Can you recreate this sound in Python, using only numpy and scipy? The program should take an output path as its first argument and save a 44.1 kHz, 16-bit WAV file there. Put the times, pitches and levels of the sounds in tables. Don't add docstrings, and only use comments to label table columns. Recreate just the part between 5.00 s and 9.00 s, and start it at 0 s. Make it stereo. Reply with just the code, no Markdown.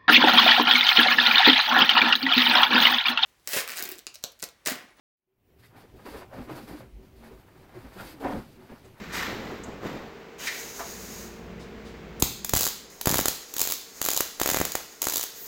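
import sys
import numpy as np
from scipy import signal
from scipy.fft import rfft, irfft, next_fast_len
from scipy.io import wavfile
from scipy.ndimage import uniform_filter1d, map_coordinates

SR = 44100
rng = np.random.default_rng(int(sys.argv[2]) if len(sys.argv) > 2 else 0)


def gain_from_db(level_db):
    decades = np.asarray(level_db, float) / 20
    return 10 ** decades


def unload_audio(sound):
    columns = np.transpose(np.atleast_2d(sound))
    steps = np.round(np.clip(columns, -1, 1) * 32767)
    wavfile.write(sys.argv[1], SR, steps.astype(np.int16))


N = 176400


def unit(x):
    return x / np.sqrt(np.mean(x ** 2) + 1e-20)


def along(points, hz):
    table_hz, value = np.transpose(points)
    return np.interp(np.log(hz + 1), np.log(table_hz + 1), value)


def clock():
    return np.arange(N) / SR


def wobble(rate_hz):
    knots = rng.standard_normal((3, int(N * rate_hz / SR) + 4))
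    shared, left, right = [map_coordinates(k, [clock() * rate_hz]) for k in knots]
    return np.array([shared + left, shared + right]) / np.sqrt(2)


def filtered(x, response):
    size = next_fast_len(x.shape[-1] + 8192)
    spectrum = rfft(x, size) * response(np.fft.rfftfreq(size, 1 / SR))
    return irfft(spectrum, size)[..., :x.shape[-1]]


def cloth(spectrum, patchy_db, grain_rate, grain_db):
    noise = signal.stft(rng.standard_normal((2, N)), nperseg=512)[2]
    patches = uniform_filter1d(rng.standard_normal(noise.shape[1:]), size=8, axis=0)
    patches = uniform_filter1d(patches, size=7, axis=1)
    rub = unit(signal.istft(noise * gain_from_db(patchy_db * unit(patches)), nperseg=512)[1][:, :N])
    clicking = rng.random(N) < grain_rate / SR
    click_size = gain_from_db(1.3 * np.minimum(rng.exponential(size=N), 2.5))
    clicks = unit(clicking * click_size * rng.standard_normal((2, N)))
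    return unit(filtered(rub + gain_from_db(grain_db) * clicks, lambda hz: gain_from_db(along(spectrum, hz))))


def swell(t, width_s, lean):
    half_width = np.where(t < 0, 1 / lean, lean) * width_s / 2
    return gain_from_db(-6 * (np.abs(t) / half_width) ** 1.51)


def pockets(rows, colour, follow, ring_db, lean):
    shared, left_leads_s = 0.38, 0.003953
    ring_q = 9
    tone = 0.65
    out = np.zeros((2, N + SR))
    t = np.arange(SR // 2) / SR - 0.25
    for peak_s, width_s, db, hz in rows:
        pocket_db = ring_db + 6.4 * (hz > 1000)

        def response(f):
            damping = 1j * f * hz / ring_q
            ring = 1 + gain_from_db(pocket_db) * damping / (hz * hz - f * f + damping)
            return gain_from_db(along(colour, f * (300 / hz) ** follow)) * ring

        common, own = rng.standard_normal(len(t)), rng.standard_normal((2, len(t)))
        both = np.array([common, np.roll(common, round(left_leads_s * SR))])
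        gust = filtered(shared * both + (1 - shared) * own, response)
        shape = swell(t, width_s, lean)
        gust /= np.sqrt(np.sum((gust * shape) ** 2, axis=1, keepdims=True) / np.sum(shape ** 2))
        drift = 3 * uniform_filter1d(own, size=2000).cumsum(axis=1) / SR * hz
        clean = np.sin(2 * np.pi * hz * t + drift + common[:2, None])
        pocket = shape * (gust + tone * (hz < 3000) * clean)
        out[:, round(peak_s * SR) + SR // 4:][:, :len(t)] += gain_from_db(db + 4) * pocket
    return out[:, SR // 2:][:, :N]


# (pitch_hz [Hz], level_db [dB per Hz])
FAN_COLOUR = [(300, -4.5), (700, -9), (1500, -15), (2300, -12), (3200, -16), (3450, -35), (8000, -31),
              (15700, -16)]


def fan():
    level_db = -64.5 + 1.2 * wobble(6.7)
    return gain_from_db(level_db) * cloth(FAN_COLOUR, patchy_db=2.5, grain_rate=1000, grain_db=-36)


# (start_s [s], length_s [s])
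HUM_TIMES = [
    (0.29, 0.036),
    (1.196, 0.05),
    (1.45, .07),
    (1.795, 0.065),
    (2.004, 0.043),
    (2.108, 0.08),
    (2.24, 0.12),
    (2.56, 0.068),
    (3.58, 0.058),
    (3.853, 0.04),
]


def hum():
    hum_hz, width_hz, edge_s = 378, 24, 0.015
    level_db, under_db = -62.5, -13
    t = clock()
    up = gain_from_db(under_db)
    for start_s, length_s in HUM_TIMES:
        outside_s = np.maximum(np.abs(t - start_s - length_s / 2) - length_s / 2, 0)
        up = up + np.exp(-(outside_s / edge_s) ** 2)
    noise = rng.standard_normal((2, N))
    breath = unit(filtered(noise, lambda hz: 1 / (1 + (2 * (hz - hum_hz) / width_hz) ** 2)))
    tone = 2.65 * np.sin(2 * np.pi * hum_hz * t + wobble(20))
    return gain_from_db(level_db) * up * (breath + tone)


# (pitch_hz [Hz], level_db [dB per Hz])
DRAUGHT_COLOUR = [(15, -26), (28, -31), (52, -8.5), (80, -3), (120, -1), (900, -100)]
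# (pitch_hz [Hz], level_db [dB per Hz])
PUFF_COLOUR = [(100, -46), (200, 13), (300, 18.5), (450, 8.5), (3000, -100)]
# (peak_s [s], level_db [dB], pitch_hz [Hz])
PUFF_TIMES = [(.648, -74, 60.6), (0.968, -60, 55), (1.157, -54, 54.7), (1.357, -56, 117), (1.415, -51, 60),
              (1.521, -45.5, 125), (1.722, -57, 56), (1.818, -53, 119), (1.879, -54, 60),
              (1.957, -47, 53.2), (2.178, -52.5, 52), (2.355, -59, 54), (2.781, -53.5, 117),
              (2.878, -54.5, 56), (2.998, -53.5, 121), (3.057, -58, 52), (3.274, -58, 56),
              (3.386, -47, 54.3), (3.882, -56.5, 112)]


def air():
    arriving = np.clip((clock() - 0.3) / 0.087, 0, 1)
    level_db = -56.5 + 3 * wobble(12)
    draught = gain_from_db(level_db) * cloth(DRAUGHT_COLOUR, patchy_db=2, grain_rate=50, grain_db=-10)
    width_s, louder_db = 0.063, 3.5
    puffs = [(peak_s, width_s, db + louder_db, hz) for peak_s, db, hz in PUFF_TIMES]
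    return arriving * draught + pockets(puffs, PUFF_COLOUR, follow=1.0, ring_db=23, lean=1.1)


# (pitch_hz [Hz], level_db [dB per Hz])
HEAP_COLOUR = [(76, -4), (130, -1.5), (377, -3.5), (442, -8.5), (574, -11), (1500, -24), (2070, -20.5),
               (15700, -38)]
# (time_s [s], level_db [dB])
STIRRING = [(0.4, -70.5), (0.56, -70), (.9, -63), (1.22, -62.5), (1.9, -63), (2.1, -63.5), (2.5, -65.5),
            (2.9, -61), (3.5, -61), (3.9, -65), (4.0, -62.5)]


def heap():
    level_db = np.interp(clock(), *np.transpose(STIRRING)) + 10.5 + 2 * wobble(7.8)
    return gain_from_db(level_db) * cloth(HEAP_COLOUR, patchy_db=1.3, grain_rate=1500, grain_db=-10)


# (pitch_hz [Hz], level_db [dB per Hz])
SLIDE_COLOUR = [(880, -10), (1500, -3.5), (2480, -5), (2960, -8), (4740, -5.5), (5770, -15), (14000, -13.5),
                (15700, -20)]
# (start_s [s], length_s [s], level_db [dB])
SLIDE_TIMES = [(0.597, 0.007, -64.5), (0.637, 0.025, -61), (0.769, 0.053, -61.5), (0.97, 0.086, -67.5),
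               (1.063, 0.042, -52.5), (1.12, 0.044, -55.5), (1.173, 0.017, -51), (1.339, 0.12, -60.5),
               (1.504, 0.047, -56), (1.559, 0.031, -52), (1.618, 0.033, -57.5), (1.682, 0.0087, -53),
               (1.712, 0.089, -57), (2.03, 0.033, -71.5), (2.166, 0.055, -66), (2.244, 0.03, -60.5),
               (2.316, .03, -67), (2.38, 0.033, -66.5), (2.467, 0.088, -72), (2.576, 0.065, -67.5),
               (2.687, 0.036, -68.5), (2.747, 0.2, -64.5), (2.94, 0.05, -57.5), (2.996, 0.039, -51.5),
               (3.052, 0.06, -51), (3.207, 0.054, -56), (3.28, 0.12, -55), (3.423, 0.14, -67),
               (3.606, 0.11, -66.5), (3.716, 0.08, -65), (3.84, 0.014, -66), (3.875, .008, -66.5),
               (3.982, .03, -66)]


def slides():
    attack_s, release_s = 0.011, 0.028
    t = clock()
    power = 0
    for start_s, length_s, db in SLIDE_TIMES:
        rise = np.minimum(t - start_s, 0) / attack_s
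        fall = np.maximum(t - start_s - length_s, 0) / release_s
        power = power + gain_from_db(2 * db) * np.exp(2 * rise - 2 * fall)
    gain = gain_from_db(5) * np.sqrt(power) * gain_from_db(wobble(70))
    return gain * cloth(SLIDE_COLOUR, patchy_db=1, grain_rate=2500, grain_db=-9)


# (pitch_hz [Hz], level_db [dB per Hz])
CREASE_COLOUR = [(250, -22), (500, 0.5), (900, 0), (1500, -5), (2500, -12.5), (5000, -30.5), (8000, -35),
                 (16000, -66)]
# (peak_s [s], width_s [s], level_db [dB])
CREASE_TIMES = [(.643, 0.038, -78), (0.759, 0.1, -55.5), (1, 0.051, -55), (1.068, 0.039, -44.5),
                (1.145, 0.048, -44.5), (1.219, 0.028, -45.5), (1.341, 0.072, -48), (1.385, 0.12, -49.5),
                (1.5, 0.045, -42.5), (1.574, 0.051, -46.5), (1.69, 0.059, -48.5), (1.735, 0.096, -54),
                (1.809, 0.03, -52), (2.05, 0.066, -66.5), (2.248, 0.081, -54.5), (2.389, 0.07, -61.5),
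                (2.328, 0.027, -65), (2.488, 0.039, -58.5), (2.56, 0.072, -62.5), (2.631, 0.04, -56.5),
                (2.7, 0.064, -58.5), (2.924, .025, -55), (2.761, 0.072, -52.5), (2.856, 0.043, -53.5),
                (2.81, .06, -68), (2.998, 0.072, -45), (3.09, 0.19, -57.5), (3.258, 0.085, -40),
                (3.329, 0.073, -43), (3.626, 0.15, -59.5), (3.71, 0.061, -52), (3.85, 0.047, -59),
                (3.97, 0.064, -59.5)]


def crumples():
    power = 0
    for peak_s, width_s, db in CREASE_TIMES:
        power = power + (gain_from_db(db) * swell(clock() - peak_s, width_s, lean=1.52)) ** 2
    gain = gain_from_db(5) * np.sqrt(power) * gain_from_db(wobble(60))
    return gain * cloth(CREASE_COLOUR, patchy_db=1.5, grain_rate=700, grain_db=-5)


# (pitch_hz [Hz], level_db [dB per Hz])
FOLD_COLOUR = [(80, -3), (170, 1.5), (300, 2), (700, -7), (1300, -19.5), (16000, -79)]
# (peak_s [s], width_s [s], level_db [dB], pitch_hz [Hz])
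FLAP_TIMES = [(.643, 0.024, -57, 1960), (3.0, 0.017, -39.5, 1390), (.77, 0.048, -55.5, 293),
              (.845, 0.025, -49, 435), (.954, 0.029, -50.5, 367), (1.072, 0.035, -41.5, 302),
              (1.155, 0.045, -39, 447), (1.225, 0.036, -50, 364), (1.335, 0.024, -45.5, 603),
              (1.39, 0.059, -37.5, 243.7), (1.515, 0.071, -41.5, 315), (1.571, 0.045, -42.5, 335),
              (1.62, 0.048, -44.5, 219), (1.72, 0.055, -40, 307), (1.809, 0.061, -48.5, 225),
              (.55, 0.19, -65.5, 402), (2.008, 0.074, -55, 231), (2.241, 0.096, -52.5, 229),
              (2.322, 0.019, -49, 454), (2.6, 0.078, -54.5, 151), (2.77, 0.025, -41.5, 361),
              (2.855, 0.05, -48.5, 257), (2.995, 0.053, -44.5, 190.4), (3.08, 0.18, -50.5, 325),
              (3.215, 0.031, -43.5, 456), (3.256, 0.022, -29.5, 515), (3.255, 0.033, -33.5, 715),
              (3.262, 0.057, -36.5, 997), (3.272, 0.073, -33, 274.4), (3.3, 0.027, -43.5, 896),
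              (3.252, 0.042, -50, 2060), (3.356, 0.037, -29.5, 226.4), (3.387, 0.021, -39, 258),
              (1.078, 0.024, -50, 970), (1.497, 0.03, -48, 407), (3.6, 0.1, -54, 234),
              (3.72, 0.025, -39.5, 252), (3.855, 0.014, -60, 7880)]


def flaps():
    return pockets(FLAP_TIMES, FOLD_COLOUR, follow=0.8, ring_db=7, lean=1.17)


# (start_s [s], level_db [dB at the peak], pitch_hz [Hz])
SNAP_TIMES = [(0.842, -53, 401), (0.995, -44, 1010), (1.061, -27, 396), (1.069, -36, 960),
              (1.132, -40, 484), (1.15, -34, 474), (1.213, -36, 961), (1.381, -28, 576), (1.416, -38, 883),
              (1.495, -17, 401), (1.509, -43, 458), (1.553, -26, 982), (1.678, -46, 1340),
              (1.677, -31.5, 425), (1.775, -32, 937), (1.806, -28, 600), (2.235, -34, 802),
              (2.376, -41, 1190), (2.484, -37, 896), (2.633, -51, 595), (2.746, -39, 401),
              (2.766, -36, 403), (2.849, -47, 401), (2.919, -41, 506), (2.965, -28.5, 370),
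              (2.993, -37, 1360), (3.232, -33, 1050), (3.247, -12, 480), (3.271, -29, 482),
              (3.305, -16.5, 505), (3.699, -32, 404), (3.856, -34.5, 447)]


def snaps():
    ring_cycles = 3.8
    crack_share, crack_s = 0.1, 0.0033
    out = np.zeros((2, N + SR))
    t = np.arange(SR // 20) / SR
    for start_s, db, hz in SNAP_TIMES:
        phase = 0.83 * rng.uniform(-2.5, 1, (2, 1))
        onset = np.minimum(2 * t * hz, 1)
        ring = np.sin(2 * np.pi * hz * t + phase) * gain_from_db(-20 * t * hz / ring_cycles) * onset
        crack = crack_share * rng.standard_normal((2, len(t))) * np.exp(-t / crack_s)
        out[:, round(start_s * SR):][:, :len(t)] += gain_from_db(db - 3) * (ring + crack)
    return filtered(out[:, :N], lambda hz: 1 / (1 + (hz / 4500) ** 2))


# (pitch_hz [Hz], time_s [s to fall by 60 dB])
ROOM_RING = [(100, 0.24), (1000, 0.29), (10000, 0.14)]


def bedroom(x):
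    hz, t, noise = signal.stft(rng.standard_normal((2, SR // 2)), SR, nperseg=256)
    decay = gain_from_db(-60 * t / along(ROOM_RING, hz)[:, None])
    tail = signal.istft(noise * decay, SR, nperseg=256)[1]
    return signal.fftconvolve(x, tail / np.linalg.norm(tail[0]), axes=1)[:, :N]


def scene():
    sheet = slides() + crumples() + flaps() + snaps()
    room_db = -12.5
    return fan() + hum() + air() + heap() + gain_from_db(room_db) * bedroom(sheet) + sheet


# (pitch_hz [Hz], level_db [dB, left over right])
PORT_COLOUR = [(60, 3), (150, 0.5), (380, -2.5), (950, -3.5), (2380, -2), (5980, 2.5), (15000, -11)]


def two_ports(dry):
    side = np.array([[0.5], [-0.5]])
    return filtered(dry, lambda hz: gain_from_db(along(PORT_COLOUR, hz) * side) * (hz < 15800))


# (time_s [s], level_db [dB])
FADE_IN = [
    (0, -56),
    (.157, -59),
    (.18, -35.5),
    (.3, -23),
    (0.429, -11),
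    (.5, -2.5),
    (4, -1.5),
]


def fade_in():
    opens_s = FADE_IN[1][0]
    return gain_from_db(np.interp(clock(), *np.transpose(FADE_IN))) * (clock() > opens_s)


def roll_off(x):
    return signal.sosfilt(signal.butter(12, 15880, fs=SR, output="sos"), x)


def record(dry):
    gain = fade_in()
    self_noise = gain_from_db(-101) * (gain > 0) * rng.standard_normal(dry.shape)
    mix = two_ports(dry) * gain + self_noise
    return roll_off(mix)


dry = scene()
out = record(dry)
unload_audio(out)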